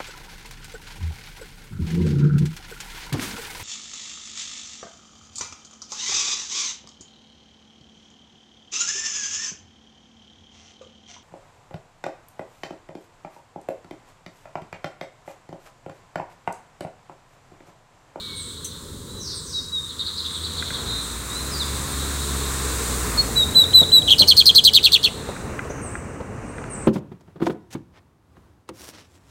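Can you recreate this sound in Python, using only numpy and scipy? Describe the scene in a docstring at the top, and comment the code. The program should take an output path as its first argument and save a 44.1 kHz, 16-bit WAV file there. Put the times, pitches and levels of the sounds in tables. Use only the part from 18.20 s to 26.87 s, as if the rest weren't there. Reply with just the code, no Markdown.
"""A narrow street, where a caged seedeater sings a pip, four falling whistles and a fast metallic trill.
Before it, a rival down the street whistles and trills, and small birds call thinly. Each voice is
a nearly pure, sliding tone from the bird's voice organ, and it echoes between the house fronts.
A car rolls past with humming engine and hissing tyres; as it leaves, a low rustle swells.
The wooden cage ticks in the hand, its bars are scratched, and dull knocks come from the street."""
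import sys
import numpy as np
from scipy import signal
from scipy.fft import rfft, irfft, next_fast_len
from scipy.io import wavfile
from scipy.ndimage import uniform_filter1d, minimum_filter1d

SR = 44100
rng = np.random.default_rng(int(sys.argv[2]) if len(sys.argv) > 2 else 0)


def wrap_up_sound(samples):
    """Save the sound to the file named by the first command line argument, as 16-bit audio."""
    columns = np.atleast_2d(samples).T
    # keep every value between -1 and 1, then stretch to whole-number steps
    tamed = np.clip(columns, -1, 1)
    steps = np.round(tamed * 32767).astype(np.int16)
    wavfile.write(sys.argv[1], SR, steps)


N = 382347
T = np.arange(N) / SR   # the time of each sample, in seconds

# Levels in the tables are relative: the functions add their own gains and colours.
# The car's engine. Each row: time in seconds, firing rate in Hz, level in dB.
ENGINE_CURVE = [(0, 81, -49), (1.8, 80, -45.5), (2.42, 80.6, -35.5), (2.57, 77, -54), (2.71, 55.54, -36),
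                (3.1, 59.3, -36.5), (3.33, 68.5, -33), (4.09, 69.6, -28), (4.43, 65.9, -29),
                (5.01, 56.7, -29.5), (5.2, 56.8, -32.5), (5.34, 89.3, -34.5), (6.1, 82.7, -36),
                (6.6, 74.9, -42), (8.67, 71, -62)]
# Low rumble and roar: the passing car, then a low rustle that swells after 7 seconds.
# Each row: time in seconds, rumble in dB, roar in dB.
RUMBLE_AND_ROAR_LEVELS = [(0.0, -45.5, -50), (0.99, -41.5, -50.5), (1.62, -47.5, -49.5), (1.98, -46, -47),
                          (2.63, -37.5, -41), (2.9, -40.5, -41), (3.57, -36, -37.5), (4.15, -37, -37.5),
                          (4.88, -33.5, -35), (5.84, -34.5, -44.5), (6.45, -38, -47.5), (6.76, -39, -46.5),
                          (7.03, -35.5, -44), (7.32, -34, -41), (8.16, -36.5, -46.5), (8.67, -35, -44)]
# Bands that are weak while the car is far off. Each row: low edge in Hz, high edge in Hz.
HOLLOW_BANDS = [(570, 890), (1750, 22000)]
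# Tyre hiss. Each row: time in seconds, main hiss in dB, highest hiss in dB.
HISS_LEVELS = [(0, -48.5, -55), (.7, -45.5, -53.5), (1.5, -45.5, -54.5), (2.2, -40.5, -49.5),
               (3.3, -35, -42), (4.8, -30, -37), (5.3, -35.5, -40), (6, -37.5, -46), (7, -43.5, -53),
               (7.9, -58.5, -71), (8.67, -54, -76.5)]
# Two sounds that swell and fade. Each row: time in seconds, level in dB.
CHORUS_LEVELS = [(0, -36), (.35, -39), (.7, -46), (1.4, -56), (2.5, -34.5), (3.2, -46), (3.8, -36),
                 (5.5, -44), (7.1, -44), (7.6, -76)]   # very distant birds
TREAD_LEVELS = [(3.5, -63), (4.4, -39), (6.2, -45.5), (7, -45), (8.67, -63)]   # the hum of the tyre tread

# One thin, high call, repeated. Each row: start in seconds, length in seconds, level in dB.
THIN_CALL_NOTES = [(0.148, 0.095, -32.5), (1.135, .075, -33), (2.105, 0.084, -35.5), (2.81, 0.053, -34),
                   (3.699, .044, -31), (7.612, 0.088, -34.5), (8.498, 0.068, -31)]
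# Sliding notes down the street. Each row: start and length in seconds, first and last pitch in Hz,
# level in dB, buzz swing in Hz, share that arrives directly (0 to 1).
SLIDING_NOTES = [(0, .2, 2326, 2192, -46.5, 0, 0.72), (0.849, 0.2, 3880, 4000, -40, 35, 0.7),
                 (0.977, 0.17, 6750, 3650, -29.5, 251, 0.15), (1.247, 0.13, 6900, 3970, -31.5, 355, .15),
                 (2.655, .18, 3943, 3856, -26.5, 236, .8), (3.092, .14, 3647, 4180, -30, 22, .78),
                 (3.312, .062, 5350, 4570, -27.5, 88, .7), (3.393, 0.042, 4450, 3460, -21.5, 33, 0.8),
                 (7.494, 0.032, 5800, 6600, -38, 350, 0.6), (8.26, .058, 8000, 8800, -44.5, 128, .27)]
# Whistles. Each row: start and length in seconds, pitch before sagging in Hz, level in dB,
# share of the full sag (0 to 1).
RIVAL_WHISTLE_NOTES = [(1.331, .08, 3960, -21, .85), (1.515, .096, 3970, -20.5, 1),
                       (1.604, 0.075, 3780, -32, 0.72)]
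CAGED_WHISTLE_NOTES = [(4.972, .049, 4350, -15.5, 0.18), (5.154, .099, 4030, -10.3, 0.98),
                       (5.347, .09, 4105, -4.5, 0.96), (5.532, .094, 4120, -2.5, 1),
                       (5.716, .088, 4100, -3.3, 1)]   # the first is the pip
# The rival's trill. Each row: start in seconds, pitch in Hz, level in dB.
RIVAL_SYLLABLES = [(1.68, 3794, -30), (1.783, 4100, -23), (1.853, 4160, -24), (1.963, 4310, -22),
                   (2.04, 4050, -24), (2.136, 3850, -29), (2.227, 4000, -25), (2.37, 3950, -25.5),
                   (2.455, 3850, -30), (2.525, 4000, -26.5)]
# One syllable (note) of a trill: a lead-in, a loud high part, a step down, a slide away.
# Each row: share of its length (0 to 1), pitch ratio at full fall, level in dB.
SYLLABLE_SHAPE = [(0, .95, -25), (.07, 0.97, -1), (.14, .97, -18), (.2, 1, 1), (.51, .99, 2), (.6, .8, -3),
                  (.82, .75, -5), (0.891, .65, -21), (1, .52, -30)]
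# Quick slides as a loud whistle opens or snaps shut.
# Each row: start in seconds, first pitch in Hz, last pitch in Hz, level in dB.
FLICK_NOTES = [(5.341, 2700, 3700, -36), (5.434, 3900, 3550, -9), (5.527, 2700, 3680, -29.5),
               (5.626, 4050, 3420, -10), (5.712, 2700, 3690, -30.5), (5.813, 4200, 3000, -24.5)]
# The caged bird's trill, which slows, sinks and weakens as it tires. Each row: start and length in
# seconds, pitch in Hz, share of the full fall (0 to 1), warbles per second, swing in Hz, level in dB.
CAGED_SYLLABLES = [(5.877, .028, 3300, .3, 60, 450, -10), (5.894, .06, 3500, .5, 105, 560, -7),
                   (5.981, .063, 4340, 0.99, 80, 500, -3.5), (6.073, .062, 4450, 0.99, 80, 480, -2.5),
                   (6.164, .064, 4440, 0.95, 80, 480, -2.5), (6.254, .062, 4400, 0.92, 82, 480, -2),
                   (6.345, .063, 4373, 0.94, 80, 500, -2.5), (6.437, .064, 4285, 0.99, 80, 540, -3),
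                   (6.532, .064, 4200, 1, 73, 580, -3.5), (6.628, .063, 4080, 1, 72, 620, -4.5),
                   (6.717, .063, 4030, 1, 76, 620, -5), (6.828, .062, 3840, 0.97, 68, 660, -8.5)]
# Reflections close to the cage. Each row: delay in milliseconds, level in dB.
CLOSE_ECHOES = [(4.4, -18.5), (9.2, -13.5)]

# Short noises. Each row: start in seconds, level in dB, seconds to fade by 60 dB.
BAR_SCRATCHES = [(0.444, -27.5, 0.18), (2.062, -33, 0.048), (2.335, -24, 0.018)]
STREET_KNOCKS = [(5.615, -17.5, 0.11), (6.005, -19, 0.18), (7.087, -22.5, 0.095), (7.445, -26, 0.1),
                 (7.497, -26, 0.13), (7.648, -32, 0.12), (8.001, -26.5, 0.13), (8.38, -32.5, 0.26)]
# Ticks of the wooden cage. Each row: start in seconds, level in dB.
CAGE_TICKS = [(2.425, -20), (2.505, -22.5), (7.164, -27), (7.392, -16.5), (7.754, -22), (8.383, -26),
              (8.441, -28.5)]
# The tones the cage frame rings at. 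Each row: pitch in Hz, level in dB, seconds to fade by 60 dB.
FRAME_TONES = [(1230, -8, 0.063), (1410, 7, 0.023), (1620, 7.5, 0.022), (2020, 3.5, 0.022),
               (2390, -5, 0.037), (3340, -16, 0.018)]

# The tones that make up one pitched sound. Each row: multiple of the pitch, level in dB.
ENGINE_TONES = [(1, -1), (2, -11), (3, -17.5), (4, -16), (5, -17), (6, -16)]
WHISTLE_TONES = [(1, 1.5), (2, -19.5), (3, -27), (4, -41)]
TRILL_TONES = [(1, -2.5), (2, -19.5), (3, -28.5), (4, -37.5)]

# Colours: how strong a sound is from low to high. Each row: frequency in Hz, level in dB.
LOW_RUMBLE_COLOUR = [(18, -45), (30, -14), (49, -10), (65, -6), (98, -6), (188, -10.5), (268, -11),
                     (314, -14.5), (423, -14), (622, -18.5), (900, -21.5), (1170, -36), (1980, -120)]
MID_ROAR_COLOUR = [(600, -24.5), (800, -7.5), (1050, 3), (1500, 0), (2000, -4), (2800, -8.5), (4000, -43.5),
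                   (6000, -14)]
TYRE_HISS_COLOUR = [(3500, -7.5), (4700, -6.5), (5500, -8.5), (6800, -3), (7800, 0), (8800, -1),
                    (10000, -10.5), (11500, -25.5)]
HIGH_HISS_COLOUR = [(8500, -15), (10300, -5), (12000, -9), (14000, -7.5), (15800, -9)]
FAR_CHORUS_COLOUR = [(2700, -28), (3350, -8), (3800, 0), (4250, -4), (4800, -22)]
BAR_SCRATCH_COLOUR = [(3500, -7), (5200, -31), (6000, 8), (6800, -8), (8200, 3), (10500, -12), (15000, -15)]
DOWN_STREET_COLOUR = [(2800, -5), (3350, -4.5), (3850, 2), (4300, -3.5), (4900, -9.5), (8000, -6)]   # the rival's trill as it carries to us
TREAD_HUM_COLOUR = [(370, -24), (435, -2.5), (500, -18)]
BEAK_AND_CAGE_COLOUR = [(2000, -3), (2900, -3), (3300, 5), (3620, -4), (3930, -4), (4090, 0), (4330, 4.5),
                        (4650, -4), (4950, -8), (5600, -3), (6300, -3), (7000, -6), (9200, 2), (10400, -12),
                        (11800, 5.5), (12700, -10.5), (13700, 15.5), (15300, 5)]   # a sliding note flares as it crosses a peak
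HOUSE_FRONT_COLOUR = [(2500, -5), (3100, -0.5), (3800, -1.5), (4400, -2), (5200, -7.5), (9000, -16.5),
                      (15000, -6.5)]   # what the walls send back
DULL_KNOCK_COLOUR = [(60, 3), (150, 0), (400, 3.5), (580, 2.5), (900, -5.5), (1300, -14), (2200, -26),
                     (5000, -34)]
TRILL_RASP_COLOUR = [(4800, -3), (5500, -1), (6300, 2), (7200, -12.5), (9000, -4), (10200, -18),
                     (15000, -18)]


def from_db(db):
    """Turns decibels into a number to multiply by."""
    return 10 ** (np.asarray(db) / 20)


def in_time(rows):
    """Joins a table's points into one curve for each column after the time."""
    times, *columns = np.transpose(rows)
    return [np.interp(T, times, column) for column in columns]


def add(out, start, sound):
    """Mixes a sound in at a start time in seconds."""
    first = max(round(start * SR), 0)
    out[first:first + len(sound)] += sound[:max(N - first, 0)]


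def unit_power(x):
    """Scales a signal so that its average power is 1."""
    return x / np.sqrt(np.mean(x ** 2) + 1e-20)


def drift(rate):
    """A random wander that turns `rate` times a second."""
    turns = np.arange(0, T[-1] + 2 / rate, 1 / rate)
    return unit_power(np.interp(T, turns, rng.standard_normal(len(turns))))


def coloured(x, colour):
    """Filters a sound by a colour table, falling away steeply beyond its ends."""
    hz, db = np.transpose(colour)
    size = 2 * next_fast_len(N // 2 + 1)
    freqs = np.maximum(np.fft.rfftfreq(size, 1 / SR), 1)
    gain = from_db(np.interp(np.log(freqs), np.log(hz), db))
    edges = np.minimum(1, np.minimum(freqs / hz[0], hz[-1] / freqs)) ** 4
    return irfft(rfft(x, size) * gain * edges)[:N]


def noise(colour):
    """Steady noise of a given colour."""
    return unit_power(coloured(rng.standard_normal(N), colour))


def car_engine():
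    """The engine's firing makes a hum, with overtones at multiples of its rate."""
    firing_hz, level_db = in_time(ENGINE_CURVE)
    phase = 2 * np.pi * np.cumsum(firing_hz * (1 + .01242 * drift(14))) / SR
    return np.sqrt(2) * sum(from_db(level_db + db + drift(18)) * np.sin(k * phase)
                            for k, db in ENGINE_TONES)


def rumble_and_roar():
    """Low rumble and roar: the passing car, then a low rustle that swells after 7 seconds."""
    rumble_db, roar_db = in_time(RUMBLE_AND_ROAR_LEVELS)
    rumble = from_db(rumble_db + 2 + .9 * drift(17)) * noise(LOW_RUMBLE_COLOUR)
    roar = from_db(roar_db + 2 + .84 * drift(20)) * noise(MID_ROAR_COLOUR)
    both = rumble + roar
    # the sound is hollow at first and fills in as the car nears
    filters = [signal.butter(2, band, "band", fs=SR, output="sos") for band in HOLLOW_BANDS]
    hollows = sum(signal.sosfiltfilt(band, both) for band in filters)
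    missing_share = np.interp(T, [1.7, 2.5, 5.0], [.8, .3, .05])
    return both - missing_share * hollows


def tyre_hiss():
    """The tyres hiss on the road, swelling as the car passes."""
    hiss_db, high_db = in_time(HISS_LEVELS)
    hiss = from_db(hiss_db + .5 * drift(15)) * noise(TYRE_HISS_COLOUR)
    return hiss + from_db(high_db) * noise(HIGH_HISS_COLOUR)


def far_chorus():
    """Very distant birds and their echoes blur into a faint wash of noise."""
    level_db, = in_time(CHORUS_LEVELS)
    return from_db(level_db + 1.2 * drift(25)) * noise(FAR_CHORUS_COLOUR)


def bird_voice(hz, db, tones):
    """A nearly pure tone whose overtones grow as the bird nears full air pressure."""
    phase = 2 * np.pi * np.cumsum(hz) / SR
    pressure = np.minimum(from_db(db), 1) ** .17
    voice = 0
    for k, tone_db in tones:
        strength = from_db(tone_db) * (pressure if k > 1 else 1)
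        voice += strength * np.sin(k * phase) * (k * hz < SR / 2)   # skip tones too high to store
    return from_db(db) * voice


def street_echoes(x, fade_s, first_s):
    """Scattered echoes between the house fronts, dying by 60 dB in fade_s."""
    t = T[:SR]
    echoes = rng.standard_normal(SR) * (rng.random(SR) < .05)
    echoes *= (t > first_s) * from_db(-60 * t / fade_s)
    return signal.fftconvolve(x, echoes / np.linalg.norm(echoes))[:N]


def far_note(glide_hz, db, swing_hz, buzzes_per_s=70):
    """A gliding note that swells and fades; a fast swing in pitch makes it buzz."""
    t = T[:len(glide_hz)]
    pitch = glide_hz + swing_hz * np.sin(2 * np.pi * buzzes_per_s * t)
    swell = np.abs(np.sin(np.pi * t / t[-1])) ** .5
    return bird_voice(pitch, db, tones=[(1, 1.5), (2, -30)]) * swell


def small_birds():
    """Thin calls and slides. Returns the part heard directly and the part sent to the walls."""
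    direct, to_walls, notes = np.zeros(N), np.zeros(N), []
    thin_start_hz, thin_drop_hz, thin_direct_share = 8750, 1450, .6
    for start, length, db in THIN_CALL_NOTES:
        progress = np.linspace(0, 1, round(length * SR))
        glide_hz = thin_start_hz - thin_drop_hz * progress ** 2
        notes.append((start, far_note(glide_hz, db, swing_hz=220), thin_direct_share))
    for start, length, first_hz, last_hz, db, swing_hz, share in SLIDING_NOTES:
        remaining = np.linspace(1, 0, round(length * SR))
        glide_hz = last_hz + (first_hz - last_hz) * remaining ** 1.5   # fast, then levelling off
        notes.append((start, far_note(glide_hz, db, swing_hz), share))
    for start, note, share in notes:
        add(direct, start, share * note)
        add(to_walls, start, np.sqrt(1 - share ** 2) * note)
    return direct, to_walls


def contacts(events, colour, rise_s):
    """Scratches or knocks: each touch is a burst of noise that swells quickly and dies."""
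    loudness, t = np.zeros(N), T[:SR // 2]
    for start, db, fade_s in events:
        add(loudness, start, from_db(db - 60 * t / fade_s) * (1 - np.exp(-t / rise_s)))
    return loudness * noise(colour)


def whistle(notes, tones):
    """Each whistle arches up to its pitch, then sags and fades a little before it stops."""
    scoop_hz, scoop_s, sag_hz_per_s = 260, .007, 3500
    rise_s, release_s, fade_db_per_s = .024, .018, 45
    out, waver = np.zeros(N), drift(300)
    for start, length, hz, db, sag in notes:
        t = T[:round(length * SR)]
        below_hz = sag_hz_per_s * t + scoop_hz * np.exp(-t / scoop_s)
        pitch = (hz - sag * below_hz) * (1 + .0011 * np.interp(start + t, T, waver))
        swell = np.clip(np.minimum(t / rise_s, (length - t) / release_s), 1e-4, 1)
        level_db = db + 20 * np.log10(swell) - fade_db_per_s * (t - length / 2)
        add(out, start, bird_voice(pitch, level_db, tones))
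    return out


FIRST_CREST_S = .004   # how far into a syllable its warble first peaks


def trill(syllables, tones, jitter, flutter_db):
    """One falling syllable repeats under a fast warble; pitch and air pressure tremble."""
    speedup, crest_dip_db = .27, 6
    lead_swing_hz, lead_s = 600, .00702
    position, pitch_ratio, shape_db = np.transpose(SYLLABLE_SHAPE)
    out, flutter = np.zeros(N), drift(450)
    tremble = drift(2200) + drift(140)   # a fine rasp, and each turn overshoots differently
    for start, length, hz, fall, rate, warble_hz, db in syllables:
        t = T[:round(length * SR)]
        progress, first = t / length, round(start * SR)
        here = slice(first, first + len(t))
        cycles = rate * (t - FIRST_CREST_S) * (1 + speedup * progress)
        warble = 1 - np.pi / 2 * np.abs(np.sin(np.pi * cycles))   # sharp crests, round troughs
        # the lead-in swings wider
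        swing_hz = warble_hz + fall * lead_swing_hz * np.exp(-(t / lead_s - 1) ** 2)
        centre_hz = hz * np.interp(progress, position, pitch_ratio) ** fall
        pitch = (centre_hz + swing_hz * warble) * (1 + jitter * tremble[here])
        level_db = db + np.interp(progress, position, shape_db) + flutter_db * flutter[here]
        level_db -= crest_dip_db * progress * warble   # the tone dips at each crest, ever deeper
        add(out, start, bird_voice(pitch, level_db, tones))
    return out


def rival_bird():
    """Whistles and a trill down the street. Returns the direct part and the part sent to the walls."""
    length_s, fall, warbles_per_s, swing_hz = .056, .32, 80, 520
    whistles = whistle(RIVAL_WHISTLE_NOTES, tones=[(1, 0), (2, -30)])
    syllables = [(start, length_s, hz, fall, warbles_per_s, swing_hz, db)
                 for start, hz, db in RIVAL_SYLLABLES]
    rattle = trill(syllables, tones=[(1, .5), (2, -31)], jitter=.0344, flutter_db=2.5)
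    rattle = from_db(-2.5) * coloured(rattle, DOWN_STREET_COLOUR)
    return from_db(-1.5) * whistles + rattle, from_db(-9) * whistles + rattle


def cage_ticks():
    """Each tick rings the wooden frame's tones in a slightly different mix."""
    out, t = np.zeros(N), T[:SR // 8]
    hz, tone_db, fade_s = np.transpose(FRAME_TONES)[:, :, None]
    ringing = from_db(-60 * t / fade_s) * np.sin(2 * np.pi * hz * t)
    for start, db in CAGE_TICKS:
        strength = from_db(db - 9 + tone_db + rng.normal(0, .83, hz.shape))
        direction = rng.choice([-1, 1], hz.shape)
        add(out, start, np.sum(strength * direction * ringing, axis=0))
    return out


def tyre_tread():
    """The tread pattern hums, loudest as the car goes by."""
    level_db, = in_time(TREAD_LEVELS)
    return from_db(level_db) * noise(TREAD_HUM_COLOUR)


def caged_bird():
    """Clean whistles, then a trill whose quick sweeps beat against their own close echoes."""
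    whistles = whistle(CAGED_WHISTLE_NOTES, WHISTLE_TONES) + flicks()
    rattle = trill(CAGED_SYLLABLES, TRILL_TONES, jitter=.015, flutter_db=2.6)
    rattle += sum(from_db(db) * np.interp(T - ms / 1000, T, rattle) for ms, db in CLOSE_ECHOES)
    song = coloured(whistles + rattle, BEAK_AND_CAGE_COLOUR) + rasp()
    # the held whistles ring on in the street more than the quick trill
    to_walls = from_db(-13) * whistles + from_db(-18.5) * rattle
    return song + street_echoes(coloured(to_walls, HOUSE_FRONT_COLOUR), fade_s=.48, first_s=.008)


def flicks(length_s=.013):
    """The pitch slides briefly as a loud whistle opens or snaps shut."""
    out, progress = np.zeros(N), np.linspace(0, 1, round(length_s * SR))
    for start, first_hz, last_hz, db in FLICK_NOTES:
        pitch = first_hz + (last_hz - first_hz) * progress
        add(out, start, bird_voice(pitch, db, WHISTLE_TONES) * np.sin(np.pi * progress))
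    return out


def rasp(gain_db=-23.5, fade_db_per_s=280):
    """A bright, grainy noise opens each syllable of the caged bird's trill."""
    loudness = np.zeros(N)
    for start, length, _, fall, _, _, db in CAGED_SYLLABLES:
        t = T[:round(length * SR)]
        add(loudness, start + FIRST_CREST_S, fall * from_db(db + gain_db - fade_db_per_s * t))
    return loudness * from_db(4 * drift(400)) * noise(TRILL_RASP_COLOUR)


def scene():
    """The car, the late rustle, the birds and the small noises, mixed into one channel."""
    background = car_engine() + rumble_and_roar() + tyre_hiss() + tyre_tread()
    calls, calls_to_walls = small_birds()
    rival, rival_to_walls = rival_bird()
    echoes = street_echoes(calls_to_walls + rival_to_walls, fade_s=.9, first_s=.003)
    birds = far_chorus() + calls + rival + echoes + caged_bird()
    scratches = contacts(BAR_SCRATCHES, BAR_SCRATCH_COLOUR, rise_s=.0016)
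    knocks = contacts(STREET_KNOCKS, DULL_KNOCK_COLOUR, rise_s=.00086)
    return (background + birds + scratches + cage_ticks() + knocks)[None]


def limiter(x, ceiling, hold_s):
    """Turns the volume down for a moment around each peak over the ceiling."""
    size = round(hold_s * SR)
    gain = minimum_filter1d(np.minimum(1, ceiling / (np.abs(x) + 1e-9)), size)
    return x * uniform_filter1d(gain, size)


def record(dry):
    """Holds down loud peaks, rounds them off and cuts the highest treble."""
    cutoff_hz = 15780
    held = limiter(dry, ceiling=.88, hold_s=.003)
    rounded = held / (1 + (held / .95) ** 6) ** (1 / 6)
    treble_cut = signal.ellip(10, .05, 70, cutoff_hz, fs=SR, output="sos")
    return signal.sosfiltfilt(treble_cut, rounded)


dry = scene()
out = record(dry)
wrap_up_sound(out)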